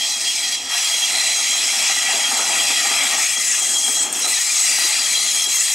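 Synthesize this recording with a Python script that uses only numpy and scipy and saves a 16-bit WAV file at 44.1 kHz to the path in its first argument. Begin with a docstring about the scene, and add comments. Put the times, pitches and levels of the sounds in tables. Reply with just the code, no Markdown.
"""First comes a dense hiss with a few whistling notes, over a low rumble and drone.
An electric locomotive is rolling slowly through the curve of a track switch, beside a platform.
Its flanges (the lips on its wheels) rub the rail and make the steel wheels ring, squeak and chirp.
Rough rail causes the rumble, and the wheels knock over gaps. Twice the flanges briefly let go."""
import sys
import numpy as np
from scipy import signal
from scipy.fft import rfft, irfft, next_fast_len
from scipy.io import wavfile
from scipy.ndimage import uniform_filter1d, minimum_filter1d, map_coordinates

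SR = 44100
rng = np.random.default_rng(int(sys.argv[2]) if len(sys.argv) > 2 else 0)


def log_audio(samples):
    """Write samples as a 16-bit WAV file to the path given in sys.argv[1]."""
    # one column per channel
    frames = np.atleast_2d(samples).T
    # limit to full scale, then quantise
    limited = np.clip(frames, -1, 1)
    pcm = np.round(limited * 32767).astype(np.int16)
    wavfile.write(sys.argv[1], SR, pcm)


N = 253134

# Short slips of the flange: time_s, length_s, change_db
FLANGE_SLIPS = [(0.172, 0.048, -3.5), (0.502, 0.025, -2), (1.45, .015, -0.5), (3.17, 0.017, -1.5),
                (3.382, 0.02, -3.5), (3.614, 0.013, -4.5), (4.272, 0.005, -12), (4.419, 0.0099, 2.5),
                (4.407, 0.0036, 0), (4.487, 0.0036, -3), (5.478, 0.018, -5)]
# How loud the rubbing is: time_s, level_db
HISS_LEVELS = [(0, -26), (.08, -22), (.3, -24), (.55, -22.5), (1.0, -21.5), (1.39, -20), (1.8, -20),
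               (2.3, -21.5), (2.8, -20.5), (3.14, -20.5), (3.46, -18), (3.97, -17.5), (4.41, -18),
               (4.66, -19), (4.85, -19), (5.1, -20.5), (5.43, -21.5), (5.6, -17.5), (5.74, -21.5)]
# Colour and side of the hiss: time_s, high_part_db, low_part_db, left_over_right_db
HISS_TONE = [(0, -1, 6, 0), (.6, -2, 5, -0.5), (.8, 1.5, 4.5, 0), (1.5, -1.5, 2.5, -0.5),
             (2.3, -1, 3, -0.5), (3.1, 2, 2.5, 0), (3.3, -1.5, 0.5, 2), (3.7, -4.5, -4, 1.5),
             (4.05, -4, -4.5, 2), (4.3, -3.5, -1, 1), (4.8, 0.5, 1, 1), (5.2, -2.5, 2, 1.5),
             (5.74, 2.5, -1.5, 1.5)]
# Notes at which the far and the near wheels ring: pitch_hz, width_hz, level_db
FAR_WHEEL_NOTES = [(4370, 280, -11.5), (4850, 570, -5), (5350, 430, -5.5), (5786, 480, -3), (6580, 540, -2),
                   (7500, 1300, -3), (7900, 180, -1.5), (8440, 500, -2), (8650, 500, -22),
                   (9300, 1160, -9.5), (10490, 510, -10), (11380, 460, -14), (12250, 530, -16.5),
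                   (13400, 460, -30), (14100, 800, -25), (14900, 1200, -35)]
NEAR_WHEEL_NOTES = [(4250, 500, -9), (5200, 700, -8), (5800, 600, -7), (6450, 550, -3.5), (7090, 400, -3),
                    (7790, 300, -4), (8400, 700, -5), (9150, 600, -11), (9800, 400, -12), (10450, 600, -16),
                    (11200, 600, -16), (11950, 600, -19), (12500, 500, -20), (13300, 800, -21),
                    (14300, 1000, -25), (15300, 1200, -28)]
# How much of the hiss comes from the near wheels: time_s, share_0_to_1
NEAR_SHARE = [(0, 0.34), (3.1, 0), (3.2, 0.46), (3.45, 0.4), (4.05, 0.75), (4.3, 0.65), (5.0, 0.56),
              (5.74, 0.95)]
# The four wheel notes that whistle: pitch_hz, width_hz
WHISTLE_NOTES = [(3262, 57), (4015, 160), (4745, 60), (9800, 75)]
# Loudness of the low pair of whistles, and of the high pair that sings late: time_s, lower_db, upper_db
LOW_WHISTLE_LEVELS = [(0, -30, -31.5), (.2, -34.5, -31.5), (.45, -28.5, -30), (.95, -26, -31),
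                      (1.2, -30.5, -25.5), (1.55, -31.5, -29.5), (2.0, -29, -31.5), (2.7, -30.5, -31.5),
                      (3.05, -27, -30), (3.25, -42.5, -36), (3.65, -31.5, -36), (3.9, -30, -37.5),
                      (4.15, -26, -40), (4.3, -40, -33.5), (4.7, -43, -32.5), (4.9, -32, -29),
                      (5.4, -30, -30.5), (5.74, -31, -36.5)]
HIGH_WHISTLE_LEVELS = [(4.3, -60, -58), (4.42, -47, -46), (4.57, -52, -50), (4.62, -38, -50),
                       (4.7, -27.5, -49), (4.98, -26, -42), (5.08, -40, -36), (5.17, -31, -33),
                       (5.3, -40, -36), (5.45, -48, -34), (5.5, -36, -32), (5.6, -36, -50), (5.7, -31, -50),
                       (5.74, -38, -50)]
# A whistle flares up: time_s, pitch_hz, rise_db, length_s
WHISTLE_FLARES = [(0.054, 3262, 11, 0.038), (0.11, 4015, 5.5, .03), (.27, 3262, 7.5, 0.033),
                  (0.576, 3262, 7, 0.023), (.78, 3262, -1, 0.027), (.93, 3262, 2, .05),
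                  (1.041, 3262, 9, 0.019), (1.15, 4015, 2, .015), (1.198, 4015, 2, .015),
                  (1.53, 3262, 8.5, 0.06), (1.86, 3262, 3.5, 0.033), (2.042, 3262, 3, 0.061),
                  (2.248, 3262, 6.5, 0.06), (2.603, 3262, 6.5, 0.023), (2.68, 3262, 6, .02),
                  (2.764, 3262, 7, .03), (2.87, 4015, 2, .04), (2.98, 3262, 7, .03),
                  (3.368, 3262, 14, 0.05), (3.683, 4015, 6, .02), (3.69, 3262, 2, 0.017),
                  (3.77, 3262, 5, .02), (3.86, 3262, 6, 0.045), (3.975, 4015, 7, .03),
                  (4.0, 3262, 5.5, 0.012), (4.25, 4015, 11, .025), (4.387, 3262, 10, .05),
                  (4.802, 3262, 8, .02), (4.843, 4015, 6.5, 0.026), (5.1, 3262, 3, .02),
                  (5.17, 3262, 7, .02), (5.19, 4015, 5, .04), (5.28, 3262, 5, 0.022),
                  (5.41, 3262, 8.5, 0.031), (5.464, 3262, 7.5, 0.013), (5.697, 4015, 8, .02)]
# Loudness of the rolling sounds: time_s, rumble_db, drone_db, rail_db, web_db, boom_db
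ROLLING_LEVELS = [(0, -49.5, -41.5, -47, -31, -72), (.3, -52, -43, -45.5, -30, -74),
                  (.65, -47.5, -44, -46.5, -29.5, -63), (.75, -55, -38.5, -37.5, -26.5, -70),
                  (1.0, -49.5, -38, -41.5, -26, -68), (1.5, -49.5, -42, -41, -24.5, -66),
                  (2.0, -47.5, -36.5, -36, -26, -66), (2.45, -44.5, -32.5, -35.5, -26, -63),
                  (2.75, -44, -37.5, -36, -24.5, -58), (3.15, -46, -38, -35, -24.5, -69),
                  (3.3, -48.5, -46.5, -40, -27.5, -60), (3.55, -48.5, -43, -38, -27, -72),
                  (3.8, -44.5, -42, -43.5, -35.5, -72), (4.2, -44, -40, -38.5, -27.5, -69),
                  (4.45, -52.5, -44, -42, -28.5, -73), (4.9, -51, -40, -38.5, -25.5, -75),
                  (5.35, -49, -47, -42, -31.5, -73), (5.74, -52, -42, -40.5, -27, -79)]
# Shape of the ground's deep boom and of the rumble above it: pitch_hz, level_db
BOOM_SHAPE = [(15, -45), (25, -20), (40, -14), (86, 2), (140, -11), (180, -33), (310, -120)]
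RUMBLE_SHAPE = [(82, -45), (140, -15.5), (242, 2), (404, -2.5), (453, -12), (497, 2), (544, -7),
                (600, -0.5), (780, -24), (1320, -120)]
# Notes of the drone, the rail and the web (a wheel's disc): pitch_hz, width_hz, level_db
DRONE_NOTES = [(650, 160, -13.5), (692, 135, -0.5), (815, 164, 1.5), (975, 220, -5.5)]
RAIL_NOTES = [(1122, 180, -4), (1267, 180, 3), (1420, 135, -1.5), (1673, 210, -1)]
WEB_NOTES = [(1938, 188, 0.5), (2092, 150, -1.5), (2262, 100, -1.5), (2342, 160, -1), (2517, 99, 2),
             (2703, 173, 0), (2896, 230, -3), (3170, 92, -12), (3410, 300, -1.5), (3820, 250, -6.5)]
# Lean to the left, which each sound scales by its own amount: time_s, rail_db, web_db
LEFT_LEAN = [(0.0, 2.5, -0.5), (0.65, 0.0, -1), (0.73, 4.5, 1), (1.17, -1, -1), (1.92, 3.5, 2.0),
             (4.0, 2, 4), (4.28, 0, -0.5), (4.36, 2, 4), (5.26, 2.5, 4), (5.74, -0.5, 3)]
# Wheels drop over rail gaps: start_s, ring_db, thud_db
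GAP_KNOCKS = [(.092, -51, -52), (.60, -58, -48), (.70, -32, -52), (.862, -44, -59), (1.13, -40, -38.5),
              (1.722, -30, -44), (1.892, -25, -42), (1.96, -30.5, -42), (2.135, -30, -31.5),
              (2.312, -25, -32), (2.39, -26.5, -35), (2.484, -28, -46), (2.698, -24, -33),
              (2.847, -25.5, -37), (2.905, -22.5, -36), (3.015, -40, -49), (3.133, -27, -41),
              (3.177, -26, -46), (3.365, -31.5, -38), (3.613, -35, -46), (3.731, -32, -46),
              (3.876, -28, -32.5), (3.966, -32, -48), (4.06, -37, -36.5), (4.146, -37, -36),
              (4.241, -28.5, -49), (4.295, -37, -48), (4.781, -33, -42), (4.841, -39, -36),
              (4.899, -35, -58), (5.17, -42, -46), (5.26, -46, -53), (5.34, -32, -43), (5.47, -40, -41)]
# Notes of the sleepers, the beams under the rails: pitch_hz, width_hz, level_db
SLEEPER_NOTES = [(240, 71, 4), (400, 230, 3.5)]
# The flange bites the rail with a spit: start_s, strength_db
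FLANGE_BITES = [(0.181, -25), (2.375, -15), (3.6361, -25), (4.127, -11), (4.155, -17), (4.1944, -14),
                (4.273, -12), (4.32, -18)]
# The flanges let go: start_s, grips_again_s, depth_db, fall_s
FLANGE_RELEASES = [(0.552, 0.692, -8.5, 0.016), (4.036, 4.12, -15, 0.062)]
# Brief chirps of single wheel notes: time_s, pitch_hz, peak_db, length_s
WHEEL_CHIRPS = [(1.28, 7870, -22, .03), (1.447, 6550, -21.5, .03), (1.785, 5420, -21, .015),
                (1.875, 5400, -23, .015), (1.985, 1960, -22, 0.018), (2.069, 1950, -20.5, 0.024),
                (2.575, 1930, -24, .012), (2.787, 1953, -22, .012), (2.875, 1874, -23, .012),
                (3.132, 1880, -24, .025), (3.2, 1870, -22, .012), (3.26, 6520, -22, 0.024),
                (3.295, 5200, -21.5, .015), (3.416, 2050, -23, 0.014), (3.487, 7100, -23, .03),
                (3.504, 1937, -23.5, 0.018), (3.543, 1725, -28, .01), (3.616, 7070, -26, 0.029),
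                (3.655, 2030, -28, 0.011), (3.834, 6500, -25, .03), (3.97, 6530, -22, 0.024),
                (4.02, 8020, -14.5, 0.021), (4.226, 5811, -17, 0.0064), (4.331, 2000, -22.5, 0.0074),
                (4.38, 1790, -27, 0.0099), (4.505, 2410, -19.5, 0.0097), (4.705, 7100, -22, .025),
                (4.93, 7790, -24, .03), (5.11, 7900, -24, .04), (5.29, 6510, -26, .04),
                (5.603, 7050, -27, .03)]
# How far the left microphone is ahead of the right: pitch_hz, lead_radians
LEFT_LEAD = [(60, 0), (160, 0.022), (600, -0.33), (3000, -0.29), (9900, 0.081), (15200, -0.13)]
# How much louder the left microphone is: pitch_hz, left_over_right_db
MIC_BALANCE = [(100, 0), (700, 0.2), (1400, 1), (2000, 2.5), (2800, -1), (5000, 1.5), (7500, -0.5),
               (10000, 3.5), (13000, 0.5)]


def amp(db):
    """Turn decibels into a number to multiply by."""
    return 10 ** (np.asarray(db) / 20)


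def unit(x):
    """Scale a sound to an average power of one."""
    return x / np.sqrt(np.mean(x ** 2) + 1e-20)


def placed(x, db, pan_db):
    """Set a sound's level, with the left side pan_db louder than the right."""
    return unit(x) * amp(db + np.array([pan_db, -pan_db]) / 2)


def at_pitch(points, hz):
    """Read between the rows of a pitch table, giving each octave equal room."""
    pitches, values = np.transpose(points)
    return np.interp(np.log(hz + 1), np.log(pitches + 1), values)


def curves(rows):
    """Turn each column after the time into one value per sample."""
    times, *columns = np.transpose(rows)
    return [np.interp(np.arange(N) / SR, times, column) for column in columns]


def wobble(rate):
    """A smooth curve through `rate` random points a second."""
    points = rng.standard_normal(int(N * rate / SR) + 4)
    return map_coordinates(points, [np.arange(N) * rate / SR])


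def filtered(x, response):
    """Strengthen, weaken or delay each pitch in x as response(hz) says."""
    size = next_fast_len(N + SR // 2)
    return irfft(rfft(x, size) * response(np.fft.rfftfreq(size, 1 / SR)), size)[..., :N]


def ringing(notes, flip=1):
    """A filter that rings at these notes; a negative flip fills the dips between them."""
    return lambda f: sum(flip ** k * amp(db) * 1j * f * width / (hz * hz - f * f + 1j * f * width)
                         for k, (hz, width, db) in enumerate(notes))


def bands(notes):
    """A filter with a steep peak at each note and deep valleys between."""
    return lambda f: np.sqrt(sum(amp(2 * db) / (1 + (2 * (f - hz) / width) ** 2) ** 2
                                 for hz, width, db in notes))


def same_level(response):
    """Scale a filter so that noise keeps its level."""
    return lambda f: response(f) / np.sqrt(np.mean(np.abs(response(f)) ** 2))


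def grit(apart_db, patchy_db):
    """Rubbing noise with random loud and soft patches, nearly alike left and right."""
    spectrum = signal.stft(rng.standard_normal((2, N + 512)), nperseg=512)[2]
    patches = uniform_filter1d(rng.standard_normal(spectrum.shape[1:]), size=3, axis=0)
    patches = uniform_filter1d(patches, size=12, axis=1)
    mid, side = signal.istft(spectrum * amp(patchy_db * unit(patches)), nperseg=512)[1][:, :N]
    return np.array([mid + amp(apart_db) * side, mid - amp(apart_db) * side])


def flange_grip():
    """How hard the flange presses, in dB: it flutters and slips."""
    t = np.arange(N) / SR
    db = .5 * wobble(9) + 0.12 * wobble(24.63) + 0.49 * wobble(90)
    for time_s, length_s, change_db in FLANGE_SLIPS:
        db += change_db * np.exp(-((t - time_s) / length_s) ** 2)
    return db


def flange_hiss(grip_db):
    """Rubbing hisses and rings the wheels: mostly the far ones at first, later the near ones."""
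    hiss_db, = curves(HISS_LEVELS)
    near, = curves(NEAR_SHARE)
    high_db, low_db, pan_db = curves(HISS_TONE)
    far_ring = unit(filtered(grit(-21, patchy_db=2.2), bands(FAR_WHEEL_NOTES)))
    near_ring = unit(filtered(grit(-19, patchy_db=4.0), bands(NEAR_WHEEL_NOTES)))
    rub = np.sqrt(1 - near) * far_ring + np.sqrt(near) * near_ring
    high = filtered(rub, lambda hz: 1 / (1 + (9600 / (hz + 1)) ** 12))
    low = filtered(rub, lambda hz: 1 / (1 + (hz / 6100) ** 12))
    middle = rub - high - low
    # the highest part sizzles when the wheels are near, and always flutters a little
    high_db += near * (0.42 * wobble(9) + 1.9 * wobble(35))
    high_db += 0.18 * grip_db + 0.69 * wobble(12)
    hiss = low * amp(low_db) + middle + high * amp(high_db)
    return placed(hiss, hiss_db + grip_db + letting_go(), pan_db)


def whistles(grip_db, flicker_db=1.2):
    """A few wheel notes ring freely: each is a wavering tone inside a narrow band of noise."""
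    t = np.arange(N) / SR
    pan_db = 0.72 * curves(LEFT_LEAN)[1]
    contact_db = 0.3 * grip_db + 0.84 * letting_go()
    mid, side = rng.standard_normal((2, N))
    rub = np.array([mid + amp(-21) * side, mid - amp(-22) * side])
    levels = curves(LOW_WHISTLE_LEVELS) + curves(HIGH_WHISTLE_LEVELS)
    out = 0
    for (hz, width), db in zip(WHISTLE_NOTES, levels):
        band = ringing([(hz, width, 0)])
        ring = unit(filtered(rub, lambda f: band(f) / (1 + ((f - hz) / 260) ** 2)))
        pitch_hz = hz + .25 * width * wobble(45)
        tone = np.sin(2 * np.pi * np.cumsum(pitch_hz) / SR)
        flare_db = sum(rise_db * np.exp(-((t - time_s) / length_s) ** 2)
                       for time_s, flare_hz, rise_db, length_s in WHISTLE_FLARES if flare_hz == hz)
        level_db = db + flare_db + flicker_db * wobble(32) + contact_db
        out = out + placed(ring + 0.81 * tone, level_db, pan_db)
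    return out


def rolling(grip_db):
    """Rough rail shakes the ground, the sleepers, the rail itself and the wheel discs."""
    rumble_db, drone_db, rail_db, web_db, boom_db = curves(ROLLING_LEVELS)
    rail_pan_db, web_pan_db = curves(LEFT_LEAN)
    rough_db = 1.5 * wobble(11)  # the rail is rougher in places
    boom = filtered(grit(-32, patchy_db=1.5), lambda hz: amp(at_pitch(BOOM_SHAPE, hz)))
    rumble = filtered(grit(-24.5, patchy_db=2), lambda hz: amp(at_pitch(RUMBLE_SHAPE, hz)))
    drone = filtered(grit(-20, patchy_db=2.5), bands(DRONE_NOTES))
    rail = filtered(grit(-15, patchy_db=2.5), bands(RAIL_NOTES))
    web = filtered(grit(-27, patchy_db=2.5), bands(WEB_NOTES))
    return (unit(boom) * amp(boom_db + 1.5 * wobble(8))
            + placed(rumble, rumble_db + rough_db, .1 * rail_pan_db)
            + placed(drone, drone_db + 0.94 * rough_db, 0.27 * rail_pan_db)
            + placed(rail, rail_db + 0.79 * rough_db, 1.07 * rail_pan_db)
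            + placed(web, web_db + 0.84 * letting_go() + 1.1 * grip_db + 0.45 * wobble(16), web_pan_db))


def squeaks(count=700, samples=1536):
    """Tiny sliding squeaks at random pitches, more crowded late on, when the near wheels rub."""
    when, pitch, spread, size, life, glide = rng.random((count, 6)).T[..., None]
    start = (N * (1 - when ** 2.2 * .99)).astype(int) - 1
    t = np.arange(samples) / SR
    length_s = 0.013 + 0.012 * life
    swell = np.sin(np.pi * np.clip(t / length_s, 0, 1)) ** 2
    pitch_hz = 5200 + 1900 * (pitch + spread)
    cycles = pitch_hz * t + 5000 * (glide - .5) * t ** 2
    tones = amp(-10.5 + 7.4 * size) * swell * np.sin(2 * np.pi * cycles)
    # add each squeak in at its own start
    out = np.bincount((start + np.arange(samples)).ravel(), tones.ravel(), N + samples)[:N]
    return out * amp(curves(HISS_LEVELS)[0] + letting_go() + np.array([[.6], [-.6]]))


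def knocks(rise_s=0.0013, fade_s=0.19):
    """A wheel drops over a gap: a dull thud in the sleepers and a brief ring of the rail."""
    blows, thuds = np.zeros((2, N + SR))
    t = np.arange(SR // 4) / SR
    for start_s, ring_db, thud_db in GAP_KNOCKS:
        puff = rng.standard_normal((2, len(t))) * (1 - np.exp(-t / rise_s)) * amp(-60 * t / fade_s)
        blows[round(start_s * SR):][:len(t)] += amp(ring_db) * puff[0]
        thuds[round(start_s * SR):][:len(t)] += amp(thud_db) * puff[1]
    ring = filtered(blows[:N], same_level(ringing(DRONE_NOTES + RAIL_NOTES, flip=-0.77)))
    sleepers = ringing(SLEEPER_NOTES, flip=-1)
    thud = filtered(thuds[:N], same_level(lambda f: sleepers(f) * (1j * f / (140 + 1j * f)) ** 2))
    return ring * amp(.3 * curves(LEFT_LEAN)[0] * [[1], [-1]]) + thud


def bites(spit_s=.008, tail_s=0.11):
    """Each fresh bite of the flange is a short burst of noise that rings the wheels."""
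    bursts = np.zeros(N + SR)
    t = np.arange(SR // 8) / SR
    fade = amp(-60 * t / spit_s) + .5 * amp(-60 * t / tail_s)
    for start_s, db in FLANGE_BITES:
        bursts[round(start_s * SR):][:len(t)] += amp(db) * fade * rng.standard_normal(len(t))
    return filtered(bursts[:N], ringing([(8050, 900, 5), (13500, 2500, -18)], flip=-0.88))


def letting_go(snap_share=0.47, settle_s=0.073):
    """The dip in dB as the flange lifts off. When it grips again, part snaps back, the rest creeps."""
    t = np.arange(N) / SR
    db = np.zeros(N)
    for start_s, grips_again_s, depth_db, fall_s in FLANGE_RELEASES:
        lifting = 1 - np.exp(-np.clip(t - start_s, 0, 1) / fall_s)
        settling = (1 - snap_share) * np.exp(-np.abs(t - grips_again_s) / settle_s)
        db += depth_db * np.where(t < grips_again_s, lifting, settling)
    return db


def chirps():
    """One wheel note is caught for a moment, swells and fades."""
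    t = np.arange(N) / SR
    return sum(amp(db) * np.exp(-((t - time_s) / length_s) ** 2) * np.sin(2 * np.pi * hz * t)
               for time_s, hz, db, length_s in WHEEL_CHIRPS)


def scene():
    """Add up all the sounds; one grip sways the hiss, whistles and wheel discs together."""
    grip_db = flange_grip()
    rubbing = flange_hiss(grip_db) + bites() + chirps() + squeaks() + whistles(grip_db)
    return rubbing + rolling(grip_db) + knocks()


def record(dry, bass_hz=35, peak_limit=.55, top_hz=15700):
    """Two close, unevenly matched microphones; peaks are held down, deepest bass and top treble cut."""
    def microphones(hz):
        """Thin the bass and set the two sides slightly apart in timing and level."""
        mismatch = .5j * at_pitch(LEFT_LEAD, hz) + np.log(amp(at_pitch(MIC_BALANCE, hz) / 2))
        return hz ** 2 / (hz ** 2 + bass_hz ** 2) * np.exp(mismatch * np.array([[1], [-1]]))

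    heard = filtered(dry, microphones)
    gain = np.minimum(1, peak_limit / (np.abs(heard).max(axis=0) + 1e-9))
    heard *= uniform_filter1d(minimum_filter1d(gain, size=161), size=121)
    return filtered(heard, lambda hz: amp(-60 * np.clip((hz - top_hz) / 200, 0, 2)))


dry = scene()
out = record(dry)
log_audio(out)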